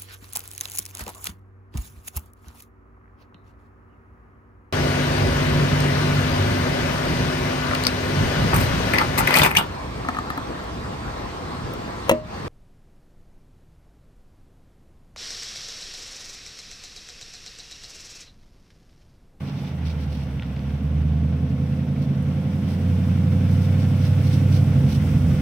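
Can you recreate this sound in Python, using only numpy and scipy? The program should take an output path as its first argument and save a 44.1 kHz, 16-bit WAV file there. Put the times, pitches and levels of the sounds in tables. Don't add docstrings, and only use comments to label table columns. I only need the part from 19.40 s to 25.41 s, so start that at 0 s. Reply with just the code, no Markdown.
import sys
import numpy as np
from scipy import signal
from scipy.fft import rfft, irfft, next_fast_len
from scipy.io import wavfile
from scipy.ndimage import uniform_filter1d

SR = 44100
rng = np.random.default_rng(int(sys.argv[2]) if len(sys.argv) > 2 else 0)


def dump(signal):
    limited = np.clip(np.atleast_2d(signal).T, -1, 1)
    pcm = np.round(limited * 32767).astype(np.int16)
    wavfile.write(sys.argv[1], SR, pcm)


N = 265041
SAMPLES = next_fast_len(N + SR // 4)
T = np.arange(N - SAMPLES, N) / SR

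# (time [s], firing rate [firings/s])
FIRING_RATE = [(0, 86), (.2, 85), (.88, 70.6), (1.1, 69.7), (1.4, 75.7), (1.75, 77.9), (1.95, 81.5),
               (2.4, 84.8), (2.55, 85.5), (2.7, 84.2), (2.85, 86.8), (3.1, 89.7), (3.5, 91.3), (4.35, 95.2),
               (4.8, 95.7), (5.25, 95), (5.52, 86.2), (5.65, 88.8), (6.01, 86.4)]
# (time [s], throttle opening [0-1])
THROTTLE = [(0, 0.4), (.2, 0), (.45, 0.78), (.7, 0.72), (.88, 0.57), (1.22, 0.54), (1.6, 1), (1.8, 1),
            (2, 0.76), (2.56, 0.48), (2.6, 0.4), (2.75, 0.23), (2.83, 0.7), (3.1, 0.47), (3.52, 0.9),
            (5.3, 0.85), (5.52, 0.48), (5.65, 0.7), (6.01, 0.75)]
# (time [s], distance [m])
DISTANCE = [(0, 34.2), (2.4, 32.3), (3.5, 25.6), (5, 20.5), (6.01, 18.3)]
FAR_M, CRUISE_FIRINGS_PER_S = 34, 85
TURN_START_S, TURN_LENGTH_S = 1.14, 0.58
COAST_START_S, COAST_LENGTH_S = 5.26, 0.1

CYLINDER_PUFFS = [0.95, -1.28, -0.98, 1.47, 0.7, 0.35, 0.02, -1.21]
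RAGGED, RAGGED_COASTING = 0.15, 0.4
# (lag at the start [s], lag at the end [s], level [dB])
EXHAUST_PATHS = [(.0021, .0021, 0), (.0137, .0034, -10.6), (.01, .0097, -15.3), (.0461, .0399, -13.8)]
# (frequency [Hz], width [Hz], level [dB])
PIPE_LOW = [(100.8, 39, -3.9), (125.2, 11, 6.7), (136.1, 9, 12.1), (156, 9, 7.5), (172.6, 9, 8.2)]
# (frequency [Hz], width [Hz], level [dB])
PIPE_HIGH = [(184.7, 9, -4.2), (201.6, 15.5, 11.5), (223, 44, 5.2), (242, 24.5, 6.3)]
# (time [s], level [dB])
BURBLE_SWELL = [(1.3, -1), (2, 1.5), (2.45, 0), (2.7, 1.5), (3.3, -4), (3.8, 0.5), (4.8, 0.5), (5.45, 3),
                (5.53, -1), (5.85, -0.5)]
# (multiple of the firing rate, level [dB])
OVERTONES = [(3, -52.5), (4, -56)]
NULL_SPOT_M, NULL_WIDTH_M, NULL_DEPTH_DB = 20.9, 1.7, 16

# (level when far, cruising and at half throttle [dB],
# rise per halving of distance [dB], rise per doubling of engine speed [dB],
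# rise from shut to open throttle [dB], gain once turned in [dB])
DRONE_LAW = (-32.5, 5.5, 3.5, 22, 0)
OCTAVE_LAW = (-41, 4.5, -12, 18, 4.5)
BURBLE_LAW = (-30, 7, 4, -3, 4.5)
BARK_LAW = (-37, 4, 0, -5, 7.5)
RASP_LAW = (-56.5, 11, 5, 24.5, -2.5)
ROAR_LAW = (-39, 5, 3, -1, 1.5)
WHIRR_LAW = (-51, 7.5, 4, 0.5, -1.35)
HISS_LAW = (-64, 12, 9.5, 0, -1.5)
RUMBLE_LAW = (-41, 17, -16, -5, 0)

# (frequency [Hz], density [dB per Hz])
ROAR_SPECTRUM = [(200, 8.5), (310, 5), (380, -4.5), (450, -3), (520, -1), (580, -6.5), (700, -9),
                 (930, -13.5), (1150, -14.5), (1500, -35)]
# (frequency [Hz], density [dB per Hz])
WHIRR_SPECTRUM = [(590, -66), (1000, -4), (1100, 0.5), (1290, 1), (1400, 7), (1480, 3), (1660, 3),
                  (2150, 2), (2590, 3), (2910, -2), (3150, .5), (4260, -10), (5100, -12), (5950, -12.5),
                  (7000, -35), (9100, -52), (15400, -120)]
# (frequency [Hz], density [dB per Hz])
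RUMBLE_SPECTRUM = [(20, -17.5), (45, -16.5), (65, -5.5), (120, 0.5), (300, -31), (500, -28)]
# (frequency [Hz], density [dB per Hz])
STREET_SPECTRUM = [(600, -12), (820, 2), (1100, -8), (1500, -17)]
# (frequency [Hz], density [dB per Hz])
AIR_SPECTRUM = [(3500, -16), (5000, 3), (6100, 3), (6900, -3), (7800, 1.5), (10000, -0.5), (11200, -2),
                (15500, -2)]
# (frequency [Hz], density [dB per Hz])
CLOTH_SPECTRUM = [(1000, -37), (2200, 6), (3300, 5.5), (4400, 1.5), (5800, 0.5), (6900, -16), (8000, -10),
                  (15500, -13.5)]
# (frequency [Hz], side minus mid [dB])
WIDTH = [(60, -27), (110, -27), (200, -27), (380, -13), (700, -11.5), (1290, -1.5), (2380, -4.5), (4400, 1),
         (8120, -2.5), (15000, 0)]
# (frequency [Hz], left minus right [dB])
LEAN = [(60, -1.5), (500, -1.5), (1000, -2.5), (2000, 4.5), (3200, -1.5), (4500, -5), (6000, -7),
        (8000, -1), (11000, -1), (15000, 4)]

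# (time [s], level [dB])
HUM_LEVEL = [(0, -64), (.5, -50.5), (1.9, -52.5), (2.1, -46.5), (3.6, -44), (4.2, -40.5), (6.01, -44.5)]
# (multiple of its frequency, relative level [dB])
HUM_PARTIALS = [(1, 3.5), (2, 1), (3, -15)]
# (time of the middle [s], level [dB], length [s], added treble [dB])
RUSTLES = [(0.087, -51, 0.048, -18), (0.187, -52.5, 0.048, -10), (0.273, -52.5, 0.052, -10),
           (0.467, -48.5, 0.027, -3), (0.51, -50, 0.032, -4), (0.624, -54, 0.044, 0),
           (0.728, -54.5, 0.039, -1), (0.792, -56, 0.092, 0), (1.17, -57, 0.013, -6),
           (2.627, -57.5, 0.04, 5), (3.317, -55.5, 0.06, 7.5), (4.128, -57.5, 0.05, 9),
           (4.24, -60.5, 0.046, 14.5), (4.417, -51, 0.047, 3.5), (4.652, -49, 0.066, 3.5),
           (4.859, -53, 0.03, 9.5), (4.937, -49, 0.053, 7.5), (5.156, -48, 0.054, 5.5),
           (5.528, -48.5, 0.055, 8.5)]
# (time [s], peak level [dB], lower band edge [Hz], upper band edge [Hz])
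CLICKS = [(.819, -34.5, 1500, 3000), (0.9966, -26.5, 1970, 3300), (1.0233, -26.5, 1000, 3500),
          (1.0255, -32, 800, 1790), (1.0325, -33.5, 1300, 3480), (1.0615, -41, 2200, 4100),
          (1.1627, -39, 1490, 6200), (1.1662, -33, 750, 3000), (1.1928, -39, 1500, 4500),
          (2.562, -38, 1700, 3200), (2.827, -47, 8500, 11400)]


def from_db(db):
    return 10 ** (np.asarray(db) / 20)


def rms_one(x):
    return x / np.sqrt(np.mean(x ** 2) + 1e-20)


def in_time(rows):
    s, *columns = np.transpose(rows)
    return [np.interp(T, s, column) for column in columns]


def at_hz(points, hz):
    f, value = np.transpose(points)
    return np.interp(np.log(hz), np.log(f), value)


def ramp(start_s, length_s):
    return np.clip((T - start_s) / length_s, 0, 1)


def drift(rate_hz):
    step, settling = 40, 2000
    r = np.exp(-2 * np.pi * rate_hz * step / SR)
    white = rng.standard_normal(SAMPLES // step + 2 + settling)
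    slow = signal.lfilter([1], [1, -2 * r, r * r], white)[settling:]
    return np.interp(np.arange(SAMPLES) / step, np.arange(len(slow)), rms_one(slow))


def resonate(x, hz, width_hz):
    r = np.exp(-np.pi * width_hz / SR)
    numerator = np.array([1, 0, -1]) * (1 - r * r) / 2
    denominator = [1, -2 * r * np.cos(2 * np.pi * hz / SR), r * r]
    return signal.lfilter(numerator, denominator, x + 1e-18)


def band(x, low_hz, high_hz, order):
    return signal.sosfilt(signal.butter(order, [low_hz, high_hz], "band", fs=SR, output="sos"), x)


def evened(x):
    size = SR // 6
    power = uniform_filter1d(uniform_filter1d(x * x, size), size // 2)
    return x / np.sqrt(power + 1e-14)


def noise(spectrum):
    hz = np.maximum(np.arange(SAMPLES // 2 + 1) * SR / SAMPLES, 1)
    octaves_outside = np.abs(np.log2(hz / np.clip(hz, spectrum[0][0], spectrum[-1][0])))
    shape = from_db(at_hz(spectrum, hz) - 60 * octaves_outside)
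    mid, side = rfft(rng.standard_normal((2, SAMPLES))) * shape
    signs = np.array([[1], [-1]])
    spread = mid + signs * side * from_db(at_hz(WIDTH, hz))
    pair = irfft(spread * from_db(signs * at_hz(LEAN, hz) / 2), SAMPLES)
    return pair / np.std(pair.mean(axis=0))


def delayed(x, s):
    return np.interp(T - s, T, x, left=0)


def ahead(x, pan_db=-2.0):
    left = delayed(x, 3 / SR)
    return np.array([left * from_db(pan_db / 2), x * from_db(-pan_db / 2)])


def off_wall(x, wall_db=-16, fence_db=-17, ground_db=-17):
    paths = [(0.0046, wall_db), (0.0113, fence_db), (0.001393, ground_db)]
    return x + sum(from_db(db) * np.array([delayed(channel, s) for channel in x]) for s, db in paths)


def level(law):
    far_db, nearing_db, revving_db, throttle_db, turn_db = law
    (metres,), (speed,), (throttle,) = in_time(DISTANCE), in_time(FIRING_RATE), in_time(THROTTLE)
    return (far_db
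            + nearing_db * np.log2(FAR_M / metres)
            + revving_db * np.log2(speed / CRUISE_FIRINGS_PER_S)
            + throttle_db * (throttle - 0.5)
            + turn_db * ramp(TURN_START_S, TURN_LENGTH_S))


def raggedness():
    return RAGGED + RAGGED_COASTING * ramp(COAST_START_S, COAST_LENGTH_S)


def puffs(firings):
    at = np.flatnonzero(np.diff(np.floor(firings)))
    chance = rng.standard_normal((len(at), 2))
    ragged = raggedness()[at]
    pattern = np.array(CYLINDER_PUFFS) - np.mean(CYLINDER_PUFFS)
    cylinder = np.floor(firings[at]).astype(int) % len(pattern)
    strength = pattern[cylinder] + ragged * chance[:, 0]
    late_s = 0.0007 * ragged * chance[:, 1]
    out = np.zeros(SAMPLES)
    out[np.clip(at + (late_s * SR).astype(int), 0, SAMPLES - 1)] = strength
    return out


def pipe(x, modes):
    return sum((-1) ** k * from_db(db) * resonate(x, hz, width_hz)
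               for k, (hz, width_hz, db) in enumerate(modes))


def uneven_exhaust(firings):
    fired = puffs(firings)
    beats = 0
    for first_s, last_s, db in EXHAUST_PATHS:
        lag_s = np.interp(T, [0, T[-1]], [first_s, last_s])
        beats = beats + from_db(db) * delayed(fired, lag_s)
    low = evened(band(pipe(beats, PIPE_LOW), low_hz=71.4, high_hz=187.8, order=4))
    high = evened(band(pipe(beats, PIPE_HIGH), low_hz=176.3, high_hz=278.0, order=3))
    above = evened(band(beats, low_hz=270.8, high_hz=293.7, order=2))
    burble = from_db(level(BURBLE_LAW) + in_time(BURBLE_SWELL)[0]) * low
    bark = from_db(level(BARK_LAW)) * high
    rasp = from_db(level(RASP_LAW)) * above
    return burble + bark + rasp


def octave_loss():
    return NULL_DEPTH_DB * np.exp(-((in_time(DISTANCE)[0] - NULL_SPOT_M) / NULL_WIDTH_M) ** 2)


def even_exhaust(firings, shudder_db=-32.5):
    angle = 2 * np.pi * firings
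    fundamental = from_db(level(DRONE_LAW)) * np.cos(angle)
    octave = from_db(level(OCTAVE_LAW) - octave_loss()) * np.cos(2 * angle)
    overtones = sum(from_db(db) * np.cos(k * angle) for k, db in OVERTONES)
    drone = fundamental + octave + overtones * ramp(TURN_START_S, TURN_LENGTH_S)
    drone = drone * from_db(1.04 * drift(14.4))
    shudder = from_db(shudder_db) * ramp(COAST_START_S, COAST_LENGTH_S) * np.sin(angle * 3 / 4)
    return np.sqrt(2) * (drone + shudder)


def exhaust(firings):
    return ahead(uneven_exhaust(firings) + even_exhaust(firings))


def cyclic(x, cycles, share):
    one_cycle_ago = np.interp(cycles - 1, cycles, np.arange(SAMPLES)).astype(int)
    repeat = x[:, one_cycle_ago] * (cycles > cycles[0] + 1)
    return (x + share * repeat) / np.sqrt(1 + share ** 2)


def engine_bay(firings, throb=0.082, tick=0.023):
    cycles = firings / len(CYLINDER_PUFFS)
    throbbing = 1 + throb * np.cos(6 * np.pi * cycles)
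    ticking = 1 + tick * np.cos(4 * np.pi * cycles)
    roar_gain = from_db(level(ROAR_LAW) + 0.5 * drift(22))
    roar = roar_gain * throbbing * cyclic(noise(ROAR_SPECTRUM), cycles, share=0.37)
    whirr_gain = from_db(level(WHIRR_LAW) + 0.89 * drift(28.0))
    whirr = whirr_gain * ticking * cyclic(noise(WHIRR_SPECTRUM), cycles, share=0.15)
    return off_wall(roar + whirr)


def rumble():
    return from_db(level(RUMBLE_LAW)) * noise(RUMBLE_SPECTRUM)


def street(start_db=-51.5, fall_db_per_s=7):
    return from_db(start_db - fall_db_per_s * T) * noise(STREET_SPECTRUM)


def electric_fan(hum_hz=252.7, waver=0.00044, flutter_db=0.47):
    turns = np.cumsum(hum_hz * (1 + waver * drift(1.0))) / SR
    partials = sum(from_db(db + flutter_db * drift(3.5)) * np.sin(2 * np.pi * k * turns)
                   for k, db in HUM_PARTIALS)
    return ahead(from_db(in_time(HUM_LEVEL)[0]) * partials)


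def hiss():
    return from_db(level(HISS_LAW) + 0.91 * drift(12)) * noise(AIR_SPECTRUM)


def jacket(abruptness=2.03, grain_db=2.0, pan_db=-0.5):
    cloth = noise(CLOTH_SPECTRUM)
    crisp = band(cloth, low_hz=6260, high_hz=16000, order=1)
    swishes = 0
    for s, db, length_s, treble_db in RUSTLES:
        swell = np.exp(-np.pi / 2 * np.abs((T - s) / length_s) ** abruptness)
        swishes = swishes + from_db(db) * swell * (cloth + (from_db(treble_db) - 1) * crisp)
    return swishes * from_db(grain_db * drift(130)) * from_db([[pan_db], [-pan_db]])


def clicks(decay_s=0.001):
    out = np.zeros((2, SAMPLES))
    t = np.arange(SR // 10) / SR
    for s, db, low_hz, high_hz in CLICKS:
        crackle = rng.standard_normal(len(t)) * np.exp(-t / decay_s)
        sound = band(crackle, low_hz, high_hz, order=3)
        at = np.searchsorted(T, s)
        out[:, at:at + len(t)] += from_db(db) * sound / np.abs(sound).max()
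    return out


def scene():
    firings = np.cumsum(in_time(FIRING_RATE)[0]) / SR
    firings = firings - firings[-N]
    truck = exhaust(firings) + engine_bay(firings) + rumble() + street() + electric_fan()
    return (truck + off_wall(hiss() + jacket()) + clicks())[:, -N:]


def record(dry, opening_s=0.006, cutoff_hz=15800):
    opening = np.minimum(np.arange(N) / (opening_s * SR), 1)
    low_pass = signal.ellip(12, 0.1, 80, cutoff_hz, fs=SR, output="sos")
    return signal.sosfilt(low_pass, dry * opening)


dry = scene()
out = record(dry)
dump(out)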